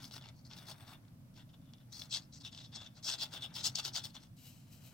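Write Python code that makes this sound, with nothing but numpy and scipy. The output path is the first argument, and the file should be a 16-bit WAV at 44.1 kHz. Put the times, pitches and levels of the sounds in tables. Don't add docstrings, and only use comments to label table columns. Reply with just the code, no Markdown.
import sys
import numpy as np
from scipy import signal
from scipy.fft import rfft, irfft, next_fast_len
from scipy.io import wavfile
from scipy.ndimage import uniform_filter1d, map_coordinates

SR = 44100
rng = np.random.default_rng(int(sys.argv[2]) if len(sys.argv) > 2 else 0)


def digitize_waveform(pressure):
    field = np.atleast_2d(pressure).T
    bounded = np.clip(field, -1, 1)
    quanta = np.round(bounded * 32767).astype(np.int16)
    wavfile.write(sys.argv[1], SR, quanta)


def attenuation_scalar(level_db):
    decades = np.asarray(level_db, float) / 20
    return 10 ** decades


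N = 217477

# f/Hz, level per Hz/dB
RUMBLE_COLOUR = [(12, -71), (20, -13.5), (54, -21.5), (70, -14), (124, -1), (157, -6), (172, -6),
                 (198, -11.5), (220, -11), (257, -10.5), (365, -27.5), (380, -32.5), (450, -44),
                 (580, -112), (990, -120)]
AIR_COLOUR = [(260, -54), (450, -9.5), (633, -6), (852, -15.5), (918, -14), (1130, -14), (1870, -19.5),
              (5960, -21), (6420, -24.5), (15600, -21.5)]
# f/Hz, correlation/1
ROOM_LIKENESS = [(60, 0.98), (180, 0.92), (550, 0.52), (1650, -0.4), (4970, -0.099), (15000, -0.15)]
# f/Hz, t60/s
TABLE_DECAY = [(500, 0.47), (4000, 0.038), (12000, 0.1)]
# f/Hz, level/dB
TABLE_LEVEL = [(500, -15), (4000, -5), (12000, -4)]
# touch t/s, fastest t/s, skin level/dB
BRUSHES = [(4.366, 4.471, -60), (4.53, 4.58, -69), (4.65, 4.68, -71), (4.704, 4.728, -62.5),
           (4.805, 4.864, -61.5)]
# f/Hz, level per Hz/dB
SKIN_COLOUR = [(1760, -21), (3000, -5.5), (3590, -16.5), (3920, -6.5), (4390, -9.5), (4880, -10),
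               (7020, -12), (7730, -10), (9000, -16.5), (11700, -28), (19800, -120)]
SHEEN_COLOUR = [(5290, -22), (9000, -49), (10300, 1), (13700, 13), (15600, 7)]
# t/s, creep level/dB, body of a medium stroke relative to its level/dB
FINGER_GRIP = [(0, -68, -7), (0.3, -89, -4.5), (0.75, -67.5, -5.5), (0.98, -73.5, -4.5),
               (1.15, -81.5, -9.5), (1.75, -91, -15), (2.05, -70, -10), (2.45, -89, -17.5),
               (2.85, -77.5, -8), (3.25, -70, -9.5), (3.83, -65, -11), (4.06, -87, -9.5), (4.2, -73, -9.5),
               (4.32, -93, -8), (4.5, -78, -20), (4.93, -73.5, -12)]
# t/s, nominal peak level/dB
CAUGHT_FIBRES = [(0.042, -28), (0.052, -28), (0.1106, -33.5), (0.2223, -37.5), (0.2872, -37),
                 (0.5117, -31.5), (0.5337, -31), (1.0505, -53), (1.0816, -47.5), (1.3417, -51),
                 (1.491, -48), (1.6157, -58), (1.6566, -54), (1.7352, -37.5), (1.921, -48), (2.0185, -31.5),
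                 (2.3605, -43), (2.5476, -34), (2.5762, -33), (2.754, -40), (2.831, -34), (3.8827, -30),
                 (4.4667, -45)]
# centre t/s, half length/ms, level/dB, card over needle/dB, hiss relative to level/dB
QUICK_STROKES = [(0.007, 18, -58, -3, -21), (0.047, 28, -55.5, 8.5, -4.5), (0.146, 21, -50, 4.5, -8),
                 (0.386, 21, -69, 28, -19), (0.464, 14, -63.5, 20, -12), (0.528, 19, -57, 0.5, -36),
                 (0.593, 35.4, -59.5, 0.5, -5), (0.695, 21.4, -52, 3.5, -6), (0.81, 39, -67, -2, -1),
                 (0.884, 15, -59.5, -2, -6), (0.92, 21, -56.5, -4, -6), (1.387, 20, -58.5, -3.5, -15),
                 (1.501, 8.4, -67, -5, -30), (1.538, 6.7, -65, -4.5, -29), (1.74, 9.3, -66, -18, -29),
                 (1.799, 21, -70.5, -8, -28), (1.931, 8, -51, 14, -10), (1.988, 39.7, -50, 8, -8),
                 (2.145, 22.1, -37, 5, -19.5), (2.414, 9.7, -58, 6, -27), (2.463, 17, -46.5, -4.5, -20),
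                 (2.758, 8.4, -44.5, 8, -37), (2.975, 19, -61.5, 8, -33), (3.052, 12.5, -42.5, 23, -15),
                 (3.099, 30.3, -35.5, 5.5, -19), (3.188, 3.5, -44.5, 6, -25), (3.225, 20.6, -39.5, 2, -14),
                 (3.345, 20.6, -44, -5, -12.5), (3.435, 17, -46.5, -5.5, -14), (3.566, 16.3, -43, 1, -11.5),
                 (3.601, 15, -47, 2.5, -20), (3.66, 18.4, -34.5, 6, -14.5), (3.756, 3.3, -35.5, 33, -20),
                 (3.781, 12.7, -35, 2.5, -16), (3.862, 17, -40, 2, -12), (3.969, 19.1, -36, 1, -17.5),
                 (4.052, 10.1, -41.5, 1, -9), (4.159, 14, -50.5, -2, -16), (4.23, 21, -63.5, 4, -9)]
# start t/s, end t/s, level/dB, card over needle/dB
SLOW_DRAGS = [(0.216, 0.291, -59, -3.5), (1.627, 1.703, -78.5, -14), (2.333, 2.377, -59, 24),
              (2.528, 2.654, -55.5, -1.5), (2.727, 2.871, -55.5, -4), (3.47, 3.53, -69, -6)]
# f/Hz, width/Hz, relative level/dB
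NEEDLE_MODES = [(2700, 250, -12), (3100, 200, -9), (3430, 90, 0), (3700, 250, -5)]
CARD_MODES = [(4424, 726, 7), (5095, 415, 9.5), (5340, 425, 9), (6750, 680, -1), (7350, 320, -0.5),
              (8050, 1100, -6), (8780, 260, -10.5)]
BODY_MODES = [(352, 104, -5.5), (618, 89, -0.5), (852, 195, 0.5), (1462, 346, -2.5), (2280, 600, -6.5)]
# f/Hz, level per Hz/dB
HISS_COLOUR = [(6000, -44), (8200, -0.5), (8900, -4.5), (10500, -5), (11300, -3), (12200, -4.5),
               (14000, -8), (15700, -0.5)]
# f/Hz, left over right level/dB
LEFT_OVER_RIGHT = [(60, 3.5), (180, 7), (550, 0), (1650, 4.5), (4970, 4), (15000, 8.5)]
# f/Hz, lead/rad
LEFT_LEAD = [(500, 0.049), (3000, 0.86), (6000, 0.79), (15000, 0.97)]
# f/Hz, share of noise power independent at each port/1
PORT_SHARE = [(500, 0.067), (2000, 0.2), (6000, 0.2), (14000, 0.78)]


def unit(x):
    return x / np.sqrt(np.mean(x ** 2) + 1e-20)


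def along(points, hz):
    f, value = np.transpose(points)
    return np.interp(np.log(hz + 1), np.log(f + 1), value)


def wobble(rate):
    knots = rng.standard_normal(int(N * rate / SR) + 4)
    return map_coordinates(knots, [np.arange(N) * rate / SR])


def filtered(x, response):
    size = next_fast_len(N + SR // 2)
    return irfft(rfft(x, size) * response(np.fft.rfftfreq(size, 1 / SR)), size)[..., :N]


def even(response):
    return lambda hz: response(hz) / np.sqrt(np.mean(np.abs(response(hz)) ** 2))


def resonant(modes):
    def response(hz):
        total = 0
        for k, (centre, width, db) in enumerate(modes):
            damping = 1j * hz * width
            total = total + (-1) ** k * attenuation_scalar(db) * damping / (centre ** 2 - hz ** 2 + damping)
        return total
    return even(response)


def coloured(spectrum):
    return even(lambda hz: attenuation_scalar(along(spectrum, hz)))


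def thin(response):
    def second_order(u):
        return 1 / (1 + 1.2j * u - u ** 2)

    def radiated(hz):
        low_cut = -(hz / 2300) ** 2 * second_order(hz / 2300)
        return response(hz) * low_cut * second_order(hz / 8500) ** 2
    return radiated


def slips(clump_db, grain_db, spike_db):
    spikes = np.clip(wobble(1500) - 1.2, 0, 1.4)
    density_db = clump_db * wobble(60) + grain_db * wobble(350) + spike_db * spikes
    return unit(rng.standard_normal((3, N)) * attenuation_scalar(density_db))


def shifting(x, patchy_db):
    z = signal.stft(x, nperseg=256)[2]
    field = rng.standard_normal(z.shape[1:])
    field = uniform_filter1d(field, size=4, axis=0)
    field = uniform_filter1d(field, size=10, axis=1)
    return signal.istft(z * attenuation_scalar(patchy_db * unit(field)), nperseg=256)[1][:, :N]


def rush(spectrum):
    def mid_side(hz):
        angle = np.arccos(np.clip(along(ROOM_LIKENESS, hz), -1, 1)) / 2
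        return attenuation_scalar(along(spectrum, hz)) * [np.cos(angle), np.sin(angle)]
    mid, side = filtered(rng.standard_normal((2, N)), mid_side)
    return unit(np.array([mid + side, mid - side]))


def room():
    rumble_db = -57 + 0.54 * wobble(2.56)
    air_db = -71
    return attenuation_scalar(rumble_db) * rush(RUMBLE_COLOUR) + attenuation_scalar(air_db) * rush(AIR_COLOUR)


def table(x):
    wet, step = np.zeros((2, N + SR)), SR // 6
    delay = 40
    for start in range(0, N, step):
        hz, t, z = signal.stft(rng.standard_normal((2, SR // 4)), SR, nperseg=128)
        decay = attenuation_scalar(-60 * t / along(TABLE_DECAY, hz)[:, None])
        tail = signal.istft(z * decay, SR, nperseg=128)[1]
        tail = tail / np.linalg.norm(tail[0])
        piece = signal.fftconvolve(x[None, start:start + step], tail, axes=1)
        wet[:, start + delay:][:, :piece.shape[1]] += piece
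    return filtered(wet[:, :N], lambda hz: attenuation_scalar(along(TABLE_LEVEL, hz)))


def grip():
    t_s, creep_db, _ = np.transpose(FINGER_GRIP)
    level = attenuation_scalar(np.interp(np.arange(N) / SR, t_s, creep_db))
    return filtered(level * slips(clump_db=2.4, grain_db=2.8, spike_db=-0.5), resonant(BODY_MODES))


def brush():
    touch_db, fade_db_per_s = -9.5, 120
    sheen_db_at_peak, sheen_growth = -0.1, 1.6
    t = np.arange(N) / SR
    power = 0
    for touch, peak, db in BRUSHES:
        levels_db = [db + touch_db, db, db - fade_db_per_s]
        power = power + attenuation_scalar(np.interp(t, [touch, peak, peak + 1], levels_db, left=-150)) ** 2
    skin_db = 10 * np.log10(power)
    loudest_db = skin_db.max()
    sheen_db = loudest_db + sheen_db_at_peak + sheen_growth * (skin_db - loudest_db)
    drive = slips(clump_db=0.5, grain_db=0.5, spike_db=-9.0)
    skin = filtered(attenuation_scalar(skin_db) * drive, coloured(SKIN_COLOUR))
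    return skin + filtered(attenuation_scalar(sheen_db) * drive, coloured(SHEEN_COLOUR))


def ticks():
    snaps, t = np.zeros(N + 200), np.arange(200) / SR
    for s, db in CAUGHT_FIBRES:
        chatter = 0.4 * attenuation_scalar(-60 * t / 0.0031) * rng.standard_normal(len(t))
        snaps[round(s * SR):][:len(t)] += attenuation_scalar(db - 4.5) * ((t == 0) + chatter)
    rings = [(thin(resonant(NEEDLE_MODES)), .1), (thin(resonant(CARD_MODES)), .1),
             (resonant(BODY_MODES), -8), (coloured(HISS_COLOUR), -16)]
    return sum(attenuation_scalar(db) * filtered(snaps[:N], ring) for ring, db in rings)


def strokes():
    drag_edge_ms, drag_hiss_db = 7.5, -33
    medium_db = -50
    body_growth, body_loss = 0.71, 0.39
    rows = [(s, s, *row) for s, *row in QUICK_STROKES]
    rows += [(a, b, drag_edge_ms, db, card, drag_hiss_db) for a, b, db, card in SLOW_DRAGS]
    start, end, ms, db, card_db, hiss_db = np.transpose(rows)[..., None]

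    needle_db = db - 10 * np.log10(1 + attenuation_scalar(card_db) ** 2)
    grip_s, _, held_db = np.transpose(FINGER_GRIP)
    body_db = medium_db + np.interp(start, grip_s, held_db)
    body_db = body_db + body_growth * (db - medium_db) - body_loss * card_db

    t = np.arange(0, N + 32, 32) / SR
    trail = attenuation_scalar(-11.5) ** 2 * (t > end) * np.exp(-np.abs(t - end) / 0.018)
    drive = slips(clump_db=1.5, grain_db=3, spike_db=4.5)
    # level/dB, ring, lag/half lengths
    parts = [(needle_db, thin(resonant(NEEDLE_MODES)), .15),
             (needle_db + card_db, thin(resonant(CARD_MODES)), -.1),
             (body_db, resonant(BODY_MODES), .25),
             (db + hiss_db, coloured(HISS_COLOUR), .05)]
    rub = 0
    for level_db, ring, lag in parts:
        late = t - lag * ms / 1000
        phase = (late - np.clip(late, start, end)) / ms * 1000
        hold = np.exp(-np.abs(phase) ** np.where(phase < 0, 2.4, 2))
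        level = np.sqrt(np.sum(attenuation_scalar(level_db) ** 2 * (hold + trail), axis=0))
        rub = rub + filtered(np.interp(np.arange(N) / SR, t, level) * drive, ring)
    return shifting(rub, patchy_db=2.5)


def scene():
    rub = attenuation_scalar(-1.5) * (strokes() + brush() + grip())
    common = rub[0] + ticks()
    side = np.array([[.5], [-.5]])

    def share(hz):
        return np.clip(along(PORT_SHARE, hz), 0, 1)

    def shared_path(hz):
        return np.sqrt(1 - share(hz)) * np.exp(1j * side * along(LEFT_LEAD, hz))

    direct = filtered(common, shared_path)
    direct = direct + filtered(rub[1:], lambda hz: np.sqrt(share(hz)))
    work = filtered(direct + table(common), lambda hz: attenuation_scalar(side * along(LEFT_OVER_RIGHT, hz)))
    return work + room()


def roll_off(x):
    return signal.sosfilt(signal.butter(12, 15800, fs=SR, output="sos"), x)


def record(dry):
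    return roll_off(dry)


dry = scene()
out = record(dry)
digitize_waveform(out)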